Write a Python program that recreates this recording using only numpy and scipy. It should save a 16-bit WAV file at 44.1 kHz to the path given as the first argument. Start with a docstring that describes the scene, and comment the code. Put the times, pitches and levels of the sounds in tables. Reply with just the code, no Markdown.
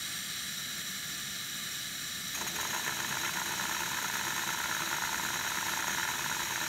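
"""A small live-steam locomotive stands on blocks on a table, its burner hissing in the boiler flue.
The regulator opens: the engine coughs, then races with its wheels free at about nine turns a second.
Each turn gives four puffs up the chimney and one pattern of knocks from the play in rods and axles.
The unbalanced wheels shake the stand, a few drops of water spit in the blast, and a small room answers."""
import sys
import numpy as np
from scipy import signal
from scipy.fft import rfft, irfft
from scipy.io import wavfile

SR = 44100
rng = np.random.default_rng(int(sys.argv[2]) if len(sys.argv) > 2 else 0)


def generate_wav(signal):
    """Clip the signal to [-1, 1] and save it as 16-bit WAV at the path in sys.argv[1]."""
    frames = np.transpose(np.atleast_2d(signal))
    scaled = np.clip(frames, -1, 1) * 32767
    pcm = np.round(scaled).astype(np.int16)
    wavfile.write(sys.argv[1], SR, pcm)


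N = 294588
TIME = np.arange(N) / SR
OPEN_S, OPENING_S = 2.33, .035  # when the regulator opens; how fast steam reaches the cylinders

# Resonances that colour each source: pitch_hz, width_hz, gain_db
FLUE_MODES = [(175, 90, -7.5), (1192, 65, -7), (1405, 160, -7), (1690, 150, -2), (1796, 200, -3),
              (2137, 340, -5.5), (2520, 170, -8.5), (2974, 275, -6.5), (3337, 430, -7.5), (3782, 276, -1.5),
              (3960, 280, 0), (4250, 130, -6), (4694, 200, -9.5), (5160, 110, -10), (5600, 214, -2.5),
              (5855, 350, -4), (7270, 550, -5.5), (7700, 290, -13), (7900, 300, -22), (8750, 370, -12.5),
              (9150, 300, -15.5), (9960, 650, -18.5), (10840, 180, -19), (11250, 260, -13),
              (12080, 360, -10.5), (12700, 620, -11.5), (13300, 400, -21), (14050, 400, -25),
              (15300, 650, -22)]
CAB_MODES = [(1680, 370, -2), (3255, 340, 6.5), (4160, 190, 2), (4610, 450, 1.5), (7300, 300, -11),
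             (8640, 610, 4.5)]
STAND_MODES = [(139, 29, -1), (188, 60, -0.5), (248, 43, -5), (341.6, 35, 3.5), (425, 50, -3),
               (619, 40, -4), (725, 42, -4.5)]
CHIMNEY_MODES = [(2495, 150, -2), (3120, 250, -5), (5690, 120, 0.5), (6435, 210, 5), (6686, 280, 3),
                 (9740, 350, -8), (11630, 360, -7.5), (12700, 400, -8), (13450, 450, -8)]
FRAME_MODES = [(337, 31, -13.5), (618, 85, -13.5), (720, 44, -14), (878, 65, -2.5), (951, 119, 1.5),
               (1044, 77, -2.5), (1270, 180, -9.5), (1435, 150, -5.5)]
ROD_MODES = [(332, 45, -9.5), (916, 180, -11), (1320, 177, 0.5), (1437, 140, 5), (1586, 150, 2),
             (1755, 284, 3), (2000, 280, -6), (2575, 165, -5.5), (3100, 570, -14.5)]
SPUTTER_MODES = [(2130, 200, 3), (2580, 300, -2), (3170, 270, -2)]
# Broad tone under the resonances: frequency_hz, gain_db
FLAME_EQ = [(20, -40), (55, -14.5), (110, -7), (200, -4), (300, -11.5), (500, -21), (700, -16.5),
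            (1000, -25), (1300, -11), (2750, -21), (3300, -15.5), (5000, -18), (6300, -11.5), (10400, -21),
            (16000, -20.5)]
STAND_EQ = [(20, -50), (70, -7.5), (500, -12.5), (900, -8.5), (2000, -46), (16000, -68)]
STEAM_EQ = [(100, -32), (500, -22), (1200, -5), (2200, -2), (4000, -12.5), (5000, -18.5), (7000, -11),
            (8300, -29), (12500, -16), (16000, -22)]
METAL_EQ = [(20, -53), (150, -20.5), (500, -27), (1200, -28), (2500, -28), (5000, -41), (16000, -50)]
# The gas jet, heard through the open back of the cab until a hand covers it: time_s, level_db
JET_FADE = [(.42, -46.5), (.6, -53.5)]
# Wheels running free: time_s, speed_turns_per_s
WHEEL_SPEED = [(2.653, 6.47), (2.9, 8.08), (3.48, 8.2), (3.75, 9.05), (4.3, 8.89), (5.3, 9.45), (5.65, 9.1),
               (5.95, 9.7), (6.15, 9.49)]
# First uneven puffs: time_s, gain_db
FIRST_COUGHS = [(2.351, 7.5), (2.384, 2), (2.412, 2), (2.477, 7.5), (2.561, 6), (2.613, 7.5), (2.645, 2)]
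# Four exhaust beats a turn: angle_turns, gain_db
PUFF_PATTERN = [(.118, -1), (.358, 3), (.61, 2), (.85, 1.5)]
# Steam leaking past the valves: time_s, gain_db
VALVE_LEAK = [(2.45, -13.5), (2.65, -7), (4.8, -7.5), (6.1, -5)]
# Single hard knocks, mostly as the wheels get going: time_s, thud_db, clack_db
STARTING_KNOCKS = [(2.376, -15, -9), (2.413, -7, -13), (2.423, -7, -4.5), (2.468, -6, -14),
                   (2.565, -14, -7), (2.589, -2.5, -9), (2.601, -4, -6), (2.632, -4, -13), (2.741, -2, -9),
                   (2.750, -2, -7), (2.88, -0.5, 0.5)]
# Where rods and axles take up their play: angle_turns, thud_db, clack_db, growth_db, shift_turns
# (growth and shift count for each turn a second of extra speed)
KNOCK_PATTERN = [(.003, -2.5, -3.5, -1, 0), (.258, -10, -5.5, 3, 0), (.355, -1, -5.5, 5, 0),
                 (.5, -4.5, -1.5, -0.5, -.015), (.615, -7.5, -4.5, -3.5, -.02), (.76, -19, -19.5, -13, 0),
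                 (.835, -15, -2.5, 3, -.018), (.885, -8.5, -17, -4.5, 0)]
# How hard that pattern hits: time_s, gain_db
KNOCK_FORCE = [(2.7, -2), (3.0, -2.5), (3.55, -0.9), (4.9, 0.7), (6.05, 0.8), (6.3, -1.1)]
# Condensed water spat up the chimney: time_s, gain_db
WATER_DROPS = [(3.252, -32), (3.278, -37), (3.292, -42)]
# Decay of the room: frequency_hz, t60_s
ROOM_DECAY = [(150, 0.67), (1000, 0.33), (4000, 0.31), (15000, 0.17)]


def amp(db):
    """Decibels to amplitude."""
    return 10 ** (np.asarray(db) / 20)


def curve(rows):
    """Envelope in straight lines through rows of time_s, value."""
    return np.interp(TIME, *np.transpose(rows))


def across_bands(rows, hz):
    """Joins rows of frequency_hz, value on a log-frequency axis."""
    points_hz, value = np.transpose(rows)
    return np.interp(np.log(hz + 1), np.log(points_hz), value)


def body(x, modes, eq, size=8192):
    """Rings x through resonances standing on a broad EQ: a causal filter of energy 1."""
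    hz = np.fft.rfftfreq(size, 1 / SR)
    peaks = sum(amp(db) ** 2 / (1 + (2 * (hz - pitch) / width) ** 2) ** 2 for pitch, width, db in modes)
    power = amp(across_bands(eq, hz)) ** 2 + peaks
    log_gain = .5 * np.log(np.r_[power, power[-2:0:-1]])
    minimum_phase = np.exp(np.conj(signal.hilbert(log_gain)))
    ring = np.fft.ifft(minimum_phase).real[:size // 2]
    return signal.oaconvolve(x, ring / np.linalg.norm(ring))[:N]


def flutter(rate_hz):
    """Random wavering of rms 1, mostly slower than rate_hz."""
    hz = np.fft.rfftfreq(N, 1 / SR)
    waver = irfft(rfft(rng.standard_normal(N)) / (1 + (hz / rate_hz) ** 2), N)
    return waver / np.sqrt(np.mean(waver ** 2))


def clicks(times_s, heights):
    """One impulse at each time."""
    at = np.round(times_s * SR).astype(int)
    return np.bincount(np.maximum(at, 0), heights, N)[:N]


def swells(times_s, db, rise_s, fall_s):
    """Power envelope with a quick rise to each hit and a slower fall after it."""
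    t = np.arange(-SR // 10, SR // 10 + 1) / SR
    shape = np.exp(-abs(t) / np.where(t < 0, rise_s, fall_s))
    return np.maximum(signal.oaconvolve(clicks(times_s, amp(db) ** 2), shape, "same"), 0)


def burner(flame_db=-38.5, flicker_db=0.45):
    """The flame roars steadily in the flue; the gas jet hisses out of the cab."""
    roar = body(rng.standard_normal(N), FLUE_MODES, FLAME_EQ)
    roar *= amp(flame_db + flicker_db * flutter(rate_hz=29))
    jet = body(rng.standard_normal(N), CAB_MODES, eq=[(100, -38), (1000, -25), (3000, -27), (16000, -18)])
    return roar + jet * amp(curve(JET_FADE))


def regulator():
    """Share of the steam let through, from shut to open."""
    return np.clip((TIME - OPEN_S) / OPENING_S, 0, 1)


def crank():
    """Crank angle in turns, counted from the moment the wheels run free."""
    angle = np.cumsum(curve(WHEEL_SPEED)) / SR
    return angle - np.interp(WHEEL_SPEED[0][0], TIME, angle)


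def each_turn(angles):
    """Time and wheel speed as the cranks pass these angles, one row a turn."""
    turned = crank()
    passes = np.arange(np.ceil(turned[-1]))[:, None] + angles
    times_s = np.interp(passes, turned, TIME, right=TIME[-1] + 1)
    return times_s, np.interp(times_s, *np.transpose(WHEEL_SPEED))


def stand(shake_db=-51, lurch_db=2.5, settle_s=1.0, throb_db=2.0, rumble_db=-10, full_speed=9.3):
    """Unbalanced wheels shake the blocks, lurching at first; at speed the table rumbles too."""
    lurch = lurch_db * np.exp(-((TIME - OPEN_S) / settle_s) ** 2)
    throb = throb_db * np.cos(2 * np.pi * (crank() - 0.53))  # peaks just past each half turn
    shake = rng.standard_normal(N) * regulator() * amp(shake_db + lurch + throb)
    table = body(shake, modes=[(77.0, 25, 0)], eq=[(20, -42), (70, -20), (400, -68)])
    table *= amp(rumble_db + 5 * (curve(WHEEL_SPEED) - full_speed))  # 5 dB for each turn a second
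    return body(shake, STAND_MODES, STAND_EQ) + table


def exhaust(level_db=-39.5, uneven_db=1.1, labour_db=1.5, easy_speed=8.3):
    """Each valve opening sends a puff ringing up the chimney, harder while the engine gathers speed."""
    angles, beat_db = np.transpose(PUFF_PATTERN)
    beat_s, speed = each_turn(angles)
    beat_db = beat_db + labour_db * np.maximum(easy_speed - speed, 0)
    beat_db += uneven_db * rng.standard_normal(beat_s.shape)
    cough_s, cough_db = np.transpose(FIRST_COUGHS)
    puffs = swells(np.append(beat_s, cough_s), np.append(beat_db, cough_db), rise_s=.0032, fall_s=.0057)
    leak = regulator() * amp(curve(VALVE_LEAK))
    blast = np.sqrt(puffs + leak ** 2) * rng.standard_normal(N)
    return amp(level_db) * body(blast, CHIMNEY_MODES, STEAM_EQ)


def loose_joint(times_s, db, modes, scrape_db, chatter_s):
    """A loose joint chatters shut, lands its blow and chatters on; all of it rings the metal."""
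    chatter = swells(times_s, db, rise_s=.0016, fall_s=chatter_s)
    scrape = np.sqrt(chatter / (chatter_s * SR)) * rng.standard_normal(N)
    return body(clicks(times_s, amp(db)) + amp(scrape_db) * scrape, modes, METAL_EQ)


def axles_and_rods(thud_db=-10, clack_db=-10.5, jitter_s=.0006, full_speed=9.4, slow_speed=8.0):
    """Axles thud in the frame and rods clack at their crank angles; speed shifts the accents."""
    angles, heavy_db, light_db, growth_db, shift_turns = np.transpose(KNOCK_PATTERN)
    hit_s, speed = each_turn(angles)
    force_db = np.interp(hit_s, *np.transpose(KNOCK_FORCE))
    hit_s += shift_turns * (speed - full_speed) / speed + jitter_s * rng.standard_normal(hit_s.shape)
    force_db += growth_db * (np.maximum(speed, slow_speed) - full_speed)
    force_db += rng.standard_normal(hit_s.shape)  # blows differ by about a dB
    single_s, single_heavy_db, single_light_db = np.transpose(STARTING_KNOCKS)
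    hit_s = np.append(hit_s, single_s) - 0.001214  # contact comes just before the ring peaks
    heavy_db = np.append(force_db + heavy_db, single_heavy_db)
    light_db = np.append(force_db + light_db, single_light_db)
    thuds = loose_joint(hit_s, heavy_db, FRAME_MODES, scrape_db=-8.0, chatter_s=.0025)
    clacks = loose_joint(hit_s, light_db, ROD_MODES, scrape_db=-1.5, chatter_s=.0029)
    return amp(thud_db) * thuds + amp(clack_db) * clacks


def spits():
    """Drops of water burst in the blast with a short bright sputter."""
    times_s, db = np.transpose(WATER_DROPS)
    bursts = np.sqrt(swells(times_s, db, rise_s=.0016, fall_s=.004))
    return body(bursts * rng.standard_normal(N), SPUTTER_MODES, METAL_EQ)


def room(send, echoes_per_s=2000, size=256):
    """Sparse reflections of random sign, the treble dying first."""
    taps = rng.choice([-1., 1.], SR // 2) * (rng.random(SR // 2) < echoes_per_s / SR)
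    taps[:SR // 250] = 0  # 4 ms pre-delay
    hz, t, bands = signal.stft(taps, SR, nperseg=size)
    decay = amp(-60 * t / across_bands(ROOM_DECAY, hz)[:, None])
    tail = signal.istft(bands * decay, SR, nperseg=size)[1]
    return signal.oaconvolve(send, tail / np.linalg.norm(tail))[:N]


def scene():
    """The engine close up in a small room, in mono."""
    knocks = axles_and_rods()
    hiss = burner() + exhaust() + spits()
    mono = knocks + hiss + stand() + room(amp(-14) * knocks + amp(-16.5) * hiss)
    return np.array([mono, mono])


def record(dry):
    """A steep high cut takes off the very top of the hiss."""
    high_cut = signal.firwin(1023, cutoff=15750, window=("kaiser", 9), fs=SR)
    return signal.oaconvolve(dry, high_cut[None], "same")


dry = scene()
out = record(dry)
generate_wav(out)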